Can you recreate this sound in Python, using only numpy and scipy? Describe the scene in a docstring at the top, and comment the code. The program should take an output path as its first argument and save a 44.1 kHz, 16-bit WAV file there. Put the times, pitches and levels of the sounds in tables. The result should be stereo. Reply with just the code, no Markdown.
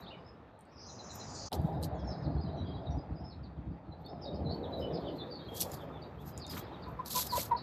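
"""A few clear bird whistles open over soft outdoor noise; a rising buzz, chips and a long warble follow.
Hens peck and scrape cardboard over dry grass, then one gives a run of soft clucks near the end.
Birds are gliding or swept sines with yard echoes; clucks are harmonics weighted by a throat resonance.
Pecks and knocks ring resonators; scrapes are dense random snaps; breeze and rumble are banded noise.
Table levels are relative: each source applies its own gain."""
import sys
import numpy as np
from scipy import signal
from scipy.io import wavfile

SR = 44100
rng = np.random.default_rng(int(sys.argv[2]) if len(sys.argv) > 2 else 0)


def to_wav(sig):
    """Store sig (one row per channel, or 1-D mono) as 16-bit WAV at the path in sys.argv[1].

    Samples outside -1..1 are clipped; the rate is SR.
    """
    pcm = np.clip(np.atleast_2d(sig), -1, 1) * 32767
    pcm = np.round(pcm).astype(np.int16)
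    wavfile.write(sys.argv[1], SR, pcm.T)  # frames by channels


N = 336042
TIME = np.arange(N) / SR


def from_db(db):
    """Amplitude ratio of a level in dB."""
    return 10 ** (np.asarray(db) / 20)


def rms(x):
    """Root mean square, kept above zero."""
    return np.sqrt(np.mean(x ** 2) + 1e-20)


def in_time(rows):
    """Each column of a table as a curve over the whole scene."""
    s, *columns = np.transpose(rows)
    return [np.interp(TIME, s, column) for column in columns]


def during(rows):
    """True between the first and last row of a table."""
    return (TIME >= rows[0][0]) & (TIME <= rows[-1][0])


def at_hz(points, hz):
    """Reads a spectrum on a log-frequency axis."""
    points_hz, points_db = np.transpose(points)
    return np.interp(np.log(hz), np.log(points_hz), points_db)


def add(out, s, sound):
    """Mixes a short sound in at time s."""
    start = max(round(s * SR), 0)
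    out[..., start:start + sound.shape[-1]] += sound[..., :max(N - start, 0)]


def drift(rate_hz):
    """Smooth random curve of rms 1, changing about rate_hz times a second."""
    step = 10  # samples per point of the slow curve
    r = np.exp(-2 * np.pi * step * rate_hz / SR)
    noise = rng.standard_normal(N // step + 4002)
    slow = signal.lfilter([1], [1, -2 * r, r * r], noise)[4000:]  # drop the filter's onset
    return np.interp(np.arange(N) / step, np.arange(len(slow)), slow / rms(slow))


def resonance(x, hz, width_hz):
    """Two-pole resonance with gain 1 on top."""
    r = np.exp(-np.pi * width_hz / SR)
    zeros = np.array([1, 0, -1]) * (1 - r * r) / 2
    poles = [1, -2 * r * np.cos(2 * np.pi * hz / SR), r * r]
    return signal.lfilter(zeros, poles, x)


def bandpass(x, low_hz, high_hz):
    """Butterworth band of x."""
    return signal.sosfilt(signal.butter(2, [low_hz, high_hz], "band", fs=SR, output="sos"), x)


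def left_right(mid_side):
    """Scales mid to rms 1 and decodes to left and right."""
    mid, side = mid_side / rms(mid_side[0])
    return np.array([mid + side, mid - side])


def panned(x, pan_db):
    """Tips a stereo sound to the left by pan_db."""
    return np.array([x[0] * from_db(pan_db / 2), x[1] * from_db(-pan_db / 2)])


# side against mid: f/Hz, level/dB
SIDE_WIDTH = [(60, -17), (120, -17), (200, -10), (380, -8.5), (700, -0.5), (1300, 4.5), (2400, -5),
              (4400, -4), (7000, 1.5), (8800, 11), (11800, -2), (13500, -23)]


def coloured(spectrum, count, grain=1, patchy_db=0, shading=None):
    """Stereo noise in flickering bands; grain gates it, shading(hz) adds dB over time; mid rms 1."""
    source = rng.standard_normal((2, 2, N)) * grain
    edges_hz = np.geomspace(spectrum[0][0], min(spectrum[-1][0], SR / 2 - 1000), count + 1)
    out = 0
    for k, (low_hz, high_hz) in enumerate(zip(edges_hz, edges_hz[1:])):
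        hz = np.sqrt(low_hz * high_hz)
        band = bandpass(source[k % 2], low_hz, high_hz)  # neighbouring bands use separate noise
        band[1] *= from_db(at_hz(SIDE_WIDTH, hz))
        level_db = at_hz(spectrum, hz) + patchy_db * drift(11.8)
        if shading:
            level_db = level_db + shading(hz)
        out = out + band * from_db(level_db)
    return left_right(out)


def yard(x, t60, first_s=.006, count=90):
    """Scattered echoes off ground, coop and fence, different for each ear; as strong as x."""
    out = np.zeros((2, N))
    for ear in out:
        delays_s = first_s + (np.arange(count) + rng.random(count)) / count * t60 * .7
        gains = from_db(-60 * delays_s / t60) * rng.choice([-1, 1], count)
        for delay_s, gain in zip(delays_s, gains / np.linalg.norm(gains)):
            add(ear, delay_s, gain * x)
    return out


def note_envelope(u, exponent):
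    """Rounded envelope over u = 0..1; a small exponent makes it fuller."""
    return np.maximum(np.sin(np.pi * u), 0) ** exponent


def swells(rows, shape):
    """Power-summed pushes (s, dB, rise s, fall s); rise and fall each span 20 dB."""
    power = np.zeros(N)
    for s, level_db, rise_s, fall_s in rows:
        t = np.arange(-min(4 * rise_s, s), 4 * fall_s, 1 / SR)
        away = np.where(t < 0, -t / rise_s, t / fall_s)
        add(power, s + t[0], from_db(level_db - 20 * away ** shape) ** 2)
    return np.sqrt(power)


SWELL_SHAPE = 1.62  # 1: pointed peak, 2: round


# distant outdoor noise: t/s, level/dB
AIR_LEVEL = [(0, -46.5), (.6, -54), (.9, -49.5), (1.45, -43), (1.6, -57.5), (2.6, -56), (3.9, -59.5),
             (5.7, -49), (6.2, -53), (6.6, -47.5), (7.0, -50.5), (7.62, -47.5)]
# its spectrum: f/Hz, density/(dB per Hz)
AIR_SPECTRUM = [(35, -13.5), (70, 10), (150, 8), (300, 3), (600, 2), (950, 1.5), (1300, -7), (2000, -15),
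                (2800, -18.5), (4300, -42), (5500, -75), (7000, -96.5)]
# its lean: t/s, left over right/dB
AIR_PAN = [(0, 0.5), (.9, 3.5), (1.45, 1.5), (1.55, 3.5), (7.62, 0.4)]


def distant_air():
    """Distant outdoor noise: banded noise whose level and left-right lean follow tables."""
    noise = coloured(AIR_SPECTRUM, count=16, patchy_db=2.0)
    return from_db(in_time(AIR_LEVEL)[0]) * panned(noise, in_time(AIR_PAN)[0])


# steady wind rumble on the microphone: t/s, level/dB
RUMBLE_LEVEL = [(1.5, -47), (2.4, -40), (3.0, -52.5), (3.45, -49), (4.05, -54.5), (4.45, -42.5),
                (4.8, -48.5), (5.3, -53), (6.3, -51.5), (7.62, -53)]
# eddies buffeting the microphone: peak t/s, level/dB, rise/s, fall/s
EDDIES = [(1.6, -29.5, 0.043, .03), (1.65, -32, 0.063, 0.031), (1.77, -34, 0.082, 0.14),
          (1.94, -41.5, 0.07, 0.16), (2.115, -33.5, 0.049, 0.036), (2.27, -33.5, 0.039, 0.18),
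          (2.385, -36.5, 0.022, .05), (2.45, -36.5, 0.041, 0.056), (2.58, -45, .03, 0.028),
          (2.69, -40.5, 0.026, 0.28), (2.89, -35.5, 0.034, .09), (2.975, -34, 0.062, 0.049),
          (3.11, -37, .03, 0.14), (3.215, -41, 0.054, 0.12), (3.36, -45.5, .058, 0.068),
          (3.59, -36, 0.028, 0.043), (3.675, -39.5, .03, 0.097), (3.89, -37, 0.02, 0.037),
          (4.335, -42, 0.038, .03), (4.47, -44, 0.072, 0.081)]
# rumble spectrum: f/Hz, density/(dB per Hz)
RUMBLE_SPECTRUM = [(40, -19.5), (52, -19.5), (70, 4.5), (105, -4), (128, -4), (158, 0), (220, -12.5),
                   (320, -9)]
LUMPS_HZ, LUMPS_DB = 6.8, 3


def wind_rumble(eddy_shape=0.91):
    """Wind pressure on the microphone: lumpy low noise with single eddies, summed in power."""
    steady = from_db(in_time(RUMBLE_LEVEL)[0] + LUMPS_DB * drift(LUMPS_HZ))
    envelope = np.hypot(steady, swells(EDDIES, eddy_shape))
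    return envelope * coloured(RUMBLE_SPECTRUM, count=10, patchy_db=1.5) * during(RUMBLE_LEVEL)


# breeze rushing past in two gusts: t/s, level/dB
BREEZE_LEVEL = [(1.5, -56), (1.53, -39), (1.65, -43.5), (2.96, -48.5), (3.4, -59.5), (3.9, -56.5),
                (4.45, -43), (4.8, -42), (5.01, -40), (5.47, -53.5), (5.7, -48.5), (6.15, -56.5),
                (6.8, -69)]
# its spectrum: f/Hz, density/(dB per Hz)
BREEZE_SPECTRUM = [(130, -5), (170, -2.5), (220, -4.5), (300, 0), (390, 1.5), (540, -1), (760, -2.5),
                   (950, -12.5), (1300, -22), (2000, -31)]
# its spectral tilt: t/s, slope/(dB per octave)
BREEZE_TILT = [(1.5, 1.5), (2.2, 5), (2.8, 2), (3.9, 5), (4.3, -2.5), (5.0, -2.5), (5.6, -4.5), (6.5, -0.5)]
# its wandering hollow centre: t/s, f/Hz
BREEZE_CENTRE = [(1.5, 786), (2.2, 687), (3.2, 708), (4.1, 697), (4.5, 564), (4.8, 514), (5.05, 535),
                 (5.3, 450), (5.7, 642)]


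def breeze(gain_db=-1, hollow_db=4, hollow_octaves=.3):
    """Soft rush: noise with a moving tilt and a broad wandering peak that sounds hollow."""
    tilt_db, centre_hz = in_time(BREEZE_TILT)[0], in_time(BREEZE_CENTRE)[0]

    def shading(hz):
        """Tilt about 630 Hz plus the hollow peak, in dB over time."""
        octaves_off = np.log2(hz / centre_hz)
        return tilt_db * np.log2(hz / 630) + hollow_db * np.exp(-(octaves_off / hollow_octaves) ** 2)

    noise = coloured(BREEZE_SPECTRUM, count=16, patchy_db=3.0, shading=shading)
    return from_db(gain_db + in_time(BREEZE_LEVEL)[0]) * noise * during(BREEZE_LEVEL)


def whistles(notes):
    """Each note is one quavering, fluttering sine that glides through three pitches."""
    out, waver = np.zeros(N), drift(280)
    for s, length_s, jitter, *pitches_hz, level_db in notes:
        u = np.linspace(0, 1, round(length_s * SR))
        now = round(s * SR) + np.arange(len(u))
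        glide_hz = np.polyval(np.polyfit([0, .5, 1], pitches_hz, 2), u)
        pitch_hz = glide_hz * (1 + jitter * waver.take(now, mode="clip"))
        tone = np.sin(2 * np.pi * np.cumsum(pitch_hz) / SR)
        add(out, s, from_db(level_db) * 2 * note_envelope(u, exponent=0.5) * tone)
    flutter_db = 3 * drift(70) - 1
    return out * from_db(flutter_db)


# small birds twittering further off: t/s, level/dB
TWITTER_LEVEL = [(0, -48), (.3, -78), (1.55, -64.5), (2.1, -70.5), (2.65, -63.5), (3.0, -76), (3.8, -80.5),
                 (4.4, -70.5), (5.0, -62), (5.4, -63.5), (5.7, -72), (6.1, -78), (6.6, -60.5), (6.9, -77),
                 (7.62, -82)]


def twitter(gain_db=-1, low_hz=3300, high_hz=4700, jitter=.03, count=700):
    """Distant birds: one short random note per time slot, heard only through echoes."""
    notes = []
    for k, (when, length, height, *bends) in enumerate(rng.random((count, 6))):
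        s = (k + when) / count * N / SR
        length_s = .012 + .022 * length
        base_hz = low_hz + (high_hz - low_hz) * height
        pitches_hz = base_hz * (.88 + .24 * np.array(bends))
        notes.append((s, length_s, jitter, *pitches_hz, 0))
    chorus = yard(whistles(notes), t60=.3, count=50)
    return from_db(gain_db + in_time(TWITTER_LEVEL)[0]) * chorus / rms(chorus)


# rising buzz, sweep limits before wobble: t/s, low f/Hz, high f/Hz, level/dB
BUZZ = [(.68, 5130, 5180, -76), (.78, 5040, 5600, -56), (.86, 4990, 6560, -52.5), (1.0, 5100, 6900, -55),
        (1.1, 5060, 7090, -50.5), (1.26, 4870, 7190, -51), (1.32, 4400, 7590, -46.5),
        (1.39, 4260, 7220, -44), (1.50, 4090, 6530, -48.5)]
# pitches that ring out of it: f/Hz, width/Hz, gain/dB
BUZZ_RINGS = [(4180, 260, 4), (4640, 130, 5.5), (4990, 120, 7.5), (5990, 100, 4.5), (6920, 110, -5),
              (8200, 200, 12)]
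BUZZ_PAN_DB = 8  # to the left


def buzzer(sweep_hz=185, wobble_hz=240, gain_db=-1.0, direct_db=-9, ring_drift_db=1.5):
    """A whistle swept up and down fast and unevenly, with resonances and close echoes."""
    low_hz, high_hz, level_db = in_time(BUZZ)
    cycles = np.cumsum(sweep_hz * (1 + .3 * drift(150))) / SR
    triangle = np.abs(2 * (cycles % 1) - 1)
    pitch_hz = low_hz + (high_hz - low_hz) * triangle + wobble_hz * drift(49.0)
    tone = np.sin(2 * np.pi * np.cumsum(pitch_hz) / SR)
    rasp_db = 3.2 * drift(45)
    whistle = from_db(level_db + gain_db + rasp_db) * during(BUZZ) * tone
    call = whistle.copy()
    for hz, width_hz, ring_db in BUZZ_RINGS:
        call += from_db(ring_db + ring_drift_db * drift(3.4)) * resonance(whistle, hz, width_hz)
    echoes = yard(call, t60=0.17, first_s=0.0014, count=40)
    return panned((from_db(direct_db) * call + echoes) * during(BUZZ), BUZZ_PAN_DB)


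CHIPS_START_S, CHIP_GAP_S, CHIP_S = .881, .105, 0.0245
CHIP_FROM_HZ, CHIP_TO_HZ = 4250, 3800  # before jitter
FIRST_CHIP_DB, CHIP_GROWTH_DB = -53.5, 2


def chips(count=4):
    """An even run of short falling notes, each a little louder."""
    middle_hz = (CHIP_FROM_HZ + CHIP_TO_HZ) / 2
    notes = []
    for k in range(count):
        s, level_db = CHIPS_START_S + k * CHIP_GAP_S, FIRST_CHIP_DB + k * CHIP_GROWTH_DB
        notes.append((s, CHIP_S, CHIP_FROM_HZ, middle_hz, CHIP_TO_HZ, level_db))
    return notes


# songbird notes: t/s, length/s, start f/Hz, middle f/Hz, end f/Hz, level/dB
SONG = [(0, 0.037, 3920, 4000, 4500, -56.5), (0.062, 0.03, 3190, 3700, 4250, -48),
        (0.105, 0.035, 2740, 2900, 2970, -46), (0.12, 0.034, 2740, 2400, 2210, -53.5),
        (0.244, 0.056, 4870, 5230, 5070, -60.5), (1.946, .06, 6830, 6340, 5800, -75),
        (1.957, 0.089, 3380, 3320, 3360, -68), (2.06, 0.062, 6700, 6250, 5430, -71.5),
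        (2.162, 0.072, 6620, 6450, 6000, -85), (1.978, 0.04, 5400, 5200, 4640, -67),
        (2.041, 0.094, 5390, 5310, 5170, -58.5), (2.094, 0.048, 5570, 4890, 3980, -56),
        (2.103, 0.058, 4010, 3960, 3870, -63), (2.154, 0.042, 5100, 5060, 5230, -67.5),
        (2.221, 0.044, 5300, 4700, 3620, -64), (2.37, 0.037, 4110, 4300, 4340, -64),
        (2.411, 0.033, 4850, 4840, 4800, -59), (2.421, 0.1, 4430, 3990, 3880, -65),
        (2.566, 0.032, 6100, 5780, 5600, -74), (2.572, .055, 3960, 3900, 3770, -58.5),
        (2.644, 0.069, 4600, 4800, 4900, -71), (2.647, 0.092, 3360, 3236, 3270, -61.5),
        (2.734, 0.03, 4010, 3850, 3800, -61), (2.766, 0.031, 3330, 3330, 3260, -62),
        (2.856, 0.03, 4300, 3770, 3900, -60), (2.905, 0.034, 5500, 5800, 5530, -66),
        (2.972, 0.034, 5000, 4970, 4830, -66.5), (3.151, 0.057, 5350, 4820, 5630, -69.5),
        (3.236, 0.062, 5150, 5200, 5200, -61), (3.29, 0.048, 5340, 4320, 3680, -61.5),
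        (3.428, 0.038, 4920, 4220, 3520, -66), (3.912, 0.021, 4070, 4060, 3670, -68),
        (4.043, 0.029, 4050, 4380, 4380, -59), (4.06, 0.023, 3690, 3610, 3800, -58),
        (4.079, 0.032, 4850, 5140, 5150, -63.5), (4.212, 0.056, 5250, 4850, 3910, -55.5),
        (4.25, 0.045, 3770, 3800, 3720, -51), (4.326, 0.029, 4280, 4750, 5140, -61),
        (4.353, 0.014, 5260, 4590, 4130, -57.5), (4.443, 0.096, 4200, 3960, 4110, -56),
        (4.492, 0.059, 4060, 4396, 4405, -51), (4.507, 0.026, 4460, 4800, 4800, -62),
        (4.629, 0.033, 4100, 3620, 3200, -54), (4.717, 0.076, 3950, 3950, 3800, -53),
        (4.792, 0.043, 5030, 5120, 4980, -62), (4.813, 0.044, 3050, 2992, 2930, -47),
        (4.923, 0.06, 5320, 4690, 3400, -56), (5.037, 0.065, 3740, 3450, 2600, -55),
        (5.163, 0.065, 4470, 4020, 3540, -56.5), (5.19, 0.051, 3600, 3530, 3680, -53.5),
        (5.303, 0.074, 4700, 4490, 4260, -52), (5.386, 0.045, 3960, 3700, 4400, -58),
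        (5.445, 0.028, 4700, 4200, 3860, -61), (5.483, 0.017, 3230, 3230, 3250, -49.5),
        (5.514, 0.13, 3230, 3290, 3530, -54.5), (5.707, .05, 5160, 4860, 4000, -61),
        (5.786, 0.05, 3760, 3315, 3140, -58), (5.802, 0.019, 3650, 3470, 3200, -60),
        (5.922, 0.068, 3440, 3520, 2810, -63), (6.017, .018, 4220, 4670, 4440, -56),
        (6.034, 0.011, 3920, 3740, 4230, -53), (6.177, 0.037, 3090, 3340, 3730, -65.5),
        (6.324, 0.039, 4760, 4970, 4940, -65), (6.393, 0.055, 4930, 4520, 3520, -55),
        (6.442, 0.017, 3750, 3680, 3740, -54), (6.477, 0.059, 5180, 4800, 3550, -51),
        (6.595, 0.026, 3300, 3300, 3300, -60), (6.718, 0.055, 3970, 3740, 2980, -64.5),
        (6.819, 0.025, 4460, 4560, 3420, -56.5), (7.281, 0.057, 4970, 4580, 3410, -48.5),
        (7.563, 0.013, 4100, 4490, 5000, -52), (7.576, 0.021, 4830, 3870, 4700, -53.5),
        (7.588, .016, 4660, 4380, 3860, -60)]


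def warbler(direct_db=-5.5, near_echo_db=-2.5, far_echo_db=-11, steady_jitter=0.012, jitter_per_octave=0.042):
    """Gliding whistles that quaver more the wider they slur, blurred by close and longer echoes."""
    notes = []
    for s, length_s, start_hz, middle_hz, end_hz, level_db in SONG + chips():
        jitter = steady_jitter + jitter_per_octave * abs(np.log2(end_hz / start_hz))
        notes.append((s, length_s, jitter, start_hz, middle_hz, end_hz, level_db))
    song = whistles(notes)
    blur = yard(song, t60=0.17, first_s=0.0022, count=60)
    tail = yard(song, t60=0.35, count=70)
    return from_db(direct_db) * song + from_db(near_echo_db) * blur + from_db(far_echo_db) * tail


def grains(per_s, spread_db):
    """Random catches of fibres: many small, a few large."""
    sizes_db = spread_db * np.minimum(rng.exponential(1, N), 4)
    return (rng.random(N) < per_s / SR) * from_db(sizes_db)


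# cardboard giving under a foot: peak t/s, level/dB, rise/s, fall/s
FLEXES = [(6.545, -53.5, 0.046, 0.058), (6.574, -47, 0.017, 0.022), (7.18, -47.5, 0.059, 0.081),
          (7.385, -51, 0.045, 0.064)]
# its crunch: f/Hz, density/(dB per Hz)
CRUNCH_SPECTRUM = [(900, 1), (1200, 4), (1600, -1.5), (2200, -2), (2800, -5.5), (3600, 0)]


def flexing():
    """Fibres of the corrugated sheet give way in a quick cluster of hollow cracks."""
    cracks = grains(1500, spread_db=3)
    return swells(FLEXES, SWELL_SHAPE) * coloured(CRUNCH_SPECTRUM, count=8, grain=cracks, patchy_db=2.5)


def taps(rows, contact_s, tick_db, echo_db):
    """Each tap is a brief crunch that sets the struck spot ringing, with a thin tick on top."""
    out, t = np.zeros((2, N)), TIME[:SR // 20]
    crunches = rng.standard_normal((len(rows), 2, len(t)))
    for (s, peak_db, hz, q), crunch in zip(rows, crunches):
        contact = crunch * np.exp(-t / contact_s)
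        body = resonance(resonance(contact, hz, hz / q), hz, hz)
        tick = resonance(contact, 9400, 3000)
        mid, side = body + from_db(tick_db) * tick
        side = side * from_db(at_hz(SIDE_WIDTH, hz)) * rms(mid) / rms(side)
        add(out, s, from_db(peak_db) * np.array([mid + side, mid - side]) / np.abs(mid).max())
    return out + from_db(echo_db) * yard(out.mean(axis=0), t60=0.074)


# dull knocks and crunches around the cardboard: t/s, mid peak/dB, ring f/Hz, Q
KNOCKS = [(1.519, -35, 714, 2.5), (1.529, -36.5, 780, 7.3), (1.562, -45, 743, 3.3),
          (4.132, -38.5, 490, 2.5), (5.736, -38.5, 740, 2), (6.569, -39, 1550, 3.3),
          (6.574, -49, 2700, 1.2), (6.581, -48, 1870, 2.5), (7.378, -26, 534, 3.7), (7.392, -42, 2260, 12)]


def knocks():
    """Slow contacts on cardboard ring low, with almost no tick."""
    return taps(KNOCKS, contact_s=.005, tick_db=-65, echo_db=-8)


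# pecks and snapping stalks: t/s, mid peak/dB, ring f/Hz, Q
PECKS = [(.591, -54, 8650, 17), (.609, -49.5, 8860, 20), (.653, -60, 8300, 13), (1.157, -37, 13000, 17),
         (1.518, -41, 3870, 8), (1.528, -31.5, 3460, 7), (1.5325, -28, 4600, 2.8), (1.617, -55, 11400, 16),
         (1.828, -39.5, 4100, 18), (1.835, -33, 4130, 10), (1.843, -53, 5440, 1.8), (1.853, -55, 6440, 1.7),
         (4.062, -55.5, 12800, 17), (5.55, -38, 12000, 3), (5.564, -37, 7500, 2), (5.605, -28, 5800, 2.2),
         (5.613, -19.5, 11500, 3.3), (5.621, -25, 4900, 3.4), (5.629, -30.5, 5900, 1.5),
         (5.717, -40, 7150, 11), (6.377, -34, 6850, 9.6), (6.466, -43, 6600, 9.9), (6.479, -51, 6800, 9),
         (6.501, -43, 13400, 4.7), (7.060, -33.5, 4400, 10), (7.108, -33, 4430, 7.1),
         (7.162, -39, 6200, 2.7), (7.189, -29, 3900, 3), (7.216, -44, 7000, 3), (7.229, -36, 3300, 5),
         (7.269, -33, 12100, 4.5), (7.272, -36, 4300, 5), (7.371, -31.5, 7500, 3.6),
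         (7.398, -31, 4900, 3.3), (7.415, -32, 6700, 5)]


def pecks():
    """Quick beak contacts and stalk snaps ring high, with an audible tick."""
    return taps(PECKS, contact_s=0.0011, tick_db=-14.5, echo_db=-6.5)


def stalks(spectrum, per_s, spread_db, clump_db, count=22):
    """Dry stalks snap in uneven clumps, each snap ringing briefly in its own band; mid rms 1."""
    edges_hz = np.linspace(spectrum[0][0], min(spectrum[-1][0], SR / 2 - 1000), count + 1)
    chance = per_s / count / SR * from_db(clump_db * drift(60))
    out = 0
    for low_hz, high_hz in zip(edges_hz, edges_hz[1:]):
        hz, snaps = (low_hz + high_hz) / 2, np.zeros((2, N))
        born = np.flatnonzero(rng.random(N) < chance)
        sizes = from_db(spread_db * np.minimum(rng.exponential(1, 4096), 3))
        sizes = sizes * rng.choice([-1, 1], (2, 4096))  # separate signs for mid and side
        width = from_db([[0], [at_hz(SIDE_WIDTH, hz)]])
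        snaps[:, born] = sizes.take(born, axis=1, mode="wrap") * width
        out = out + from_db(at_hz(spectrum, hz)) * bandpass(snaps + 1e-18, low_hz, high_hz)
    return left_right(out)


# hens treading in grass: peak t/s, level/dB
STEPS = [(.01, -64), (1.158, -56), (4.02, -84), (4.55, -82), (4.8, -69.5), (5.17, -73), (5.5, -74),
         (5.82, -68), (6.22, -68.5), (6.28, -54.5), (6.38, -72), (6.585, -50.5), (6.9, -71)]
# grass stirring faintly between steps: t/s, level/dB
STIRRING = [(0, -99), (1.4, -89), (2.0, -104), (3.9, -106), (4.6, -85), (7.62, -87.5)]
# dry grass under a foot: f/Hz, density/(dB per Hz)
TREAD_SPECTRUM = [(2500, -13.5), (4000, -2), (7000, 0), (8400, -7.5), (9700, -15), (11300, -3), (12800, 11),
                  (13600, 5.5), (15000, -20)]
STEP_RISE_S, STEP_FALL_S = 0.032, 0.039  # each spans 20 dB


def treading(gain_db=-3):
    """Footsteps and faint stirring set off snaps in dry grass."""
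    crackle = stalks(TREAD_SPECTRUM, per_s=20000, spread_db=3.8, clump_db=3.5, count=18)
    steps = swells([(s, level_db, STEP_RISE_S, STEP_FALL_S) for s, level_db in STEPS], SWELL_SHAPE)
    return from_db(gain_db) * (steps + from_db(in_time(STIRRING)[0])) * crackle


# claws and cardboard over dry grass: peak t/s, level/dB, rise/s, fall/s
STROKES = [(1.54, -46.5, 0.0085, 0.035), (1.66, -72, .17, 0.16), (1.842, -45.5, 0.025, 0.03),
           (5.578, -42, 0.044, .035), (5.618, -30, 0.028, 0.025), (5.65, -50.5, .02, .06),
           (5.742, -49, 0.067, .045), (6.277, -64, 0.048, 0.077), (6.508, -47.5, .016, 0.088),
           (6.57, -51, 0.065, 0.056), (7.063, -45, 0.013, 0.088), (7.118, -35.5, 0.027, 0.058),
           (7.165, -33.5, 0.045, 0.035), (7.194, -30.5, 0.062, 0.068), (7.272, -41.5, 0.029, .016),
           (7.392, -33.5, 0.093, .08), (7.455, -47.5, .04, 0.035)]
# their scrape: f/Hz, density/(dB per Hz)
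SCRAPE_SPECTRUM = [(1200, -12), (1700, -21), (2400, -15.5), (3100, -4), (4100, 5), (5500, 0.5), (7800, 2),
                   (9500, -7.5), (11000, 2.5), (12800, 7), (14200, -1.5), (15500, -20)]


def scraping(gain_db=-5.0):
    """Cardboard and claws catch and slip over dry stalks in a dense crackle."""
    drag = stalks(SCRAPE_SPECTRUM, per_s=24000, spread_db=3.6, clump_db=3.8)
    return from_db(gain_db) * swells(STROKES, SWELL_SHAPE) * drag


# clucks, pitch before catch and waver: t/s, length/s, start f/Hz, end f/Hz, level/dB, left over right/dB
CLUCKS = [(6.864, .05, 504, 493, -49, 15), (6.989, 0.029, 504, 513, -33.5, 20),
          (7.146, 0.058, 498, 499, -35, 8), (7.32, 0.044, 496, 471, -34, 5.5),
          (7.352, 0.029, 511, 482, -32, 11), (7.509, 0.035, 491, 453, -27, 7.5),
          (7.54, 0.032, 495, 463, -34.5, 6)]
# throat with the beak nearly shut: f/Hz, level/dB
THROAT = [(480, -19.5), (970, 3), (1450, -29.5), (1850, -27.5), (2000, -31), (2500, -61), (3400, -60),
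          (3900, -38), (4400, -49.5), (4900, -48), (5600, -60)]


def hen(gain_db=2.0, echo_db=-15, effort=0.2, catch=0.082, catch_s=0.0048, rasp=0.047):
    """Short clucks whose second harmonic sits on the throat resonance, so each is nearly a pure hoot."""
    out = np.zeros((2, N))
    waver, flutter_db, grit = .008 * drift(160), 1.1 * drift(220), drift(450)
    loudest_db = max(row[4] for row in CLUCKS)
    for s, length_s, start_hz, end_hz, level_db, pan_db in CLUCKS:
        u = np.linspace(0, 1, round(length_s * SR))
        now = round(s * SR) + np.arange(len(u))
        pitch_hz = (start_hz + (end_hz - start_hz) * u) * (1 + waver.take(now, mode="clip"))
        pitch_hz *= 1 + catch * np.exp(-u * length_s / catch_s)  # starts high and drops at once
        phase = 2 * np.pi * np.cumsum(pitch_hz) / SR
        # upper overtones: strongest at the start and in loud clucks
        push = from_db(effort * (level_db - loudest_db)) * 2 * (1 - u)
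        voice = np.zeros(len(u))
        for k in range(1, 12):
            harmonic = from_db(at_hz(THROAT, k * pitch_hz)) * np.sin(k * phase)
            voice += harmonic * (push if k > 3 else 1)
        voice *= 1 + rasp * grit.take(now, mode="clip")
        voice *= note_envelope(u ** .8, exponent=1.1)
        voice *= from_db(level_db + gain_db + flutter_db.take(now, mode="clip"))
        ears = from_db([[pan_db / 2], [-pan_db / 2]])
        add(out, s, voice * ears / ears.mean())
    return out + from_db(echo_db) * yard(out.mean(axis=0), t60=0.18)


def scene():
    """Outdoor noise and birds behind, hens close by."""
    background = distant_air() + wind_rumble() + breeze()
    birds = twitter() + buzzer() + warbler()
    ground = flexing() + knocks() + pecks() + treading() + scraping()
    return background + birds + ground + hen()


# brief dip of the whole sound, end values held outside it: t/s, gain/dB
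DIP = [(1.484, -3), (1.492, -43), (1.508, -27), (1.519, 1.5)]
BASS_CUT_HZ, TOP_CUT_HZ = 42, 15200


def record(dry):
    """Level dips once, briefly; the deepest bass and the top are cut."""
    dipped = dry * from_db(in_time(DIP)[0])
    lean = signal.sosfilt(signal.butter(4, BASS_CUT_HZ, "high", fs=SR, output="sos"), dipped)
    return signal.sosfilt(signal.ellip(10, .2, 80, TOP_CUT_HZ, fs=SR, output="sos"), lean)


dry = scene()
out = record(dry)
to_wav(out)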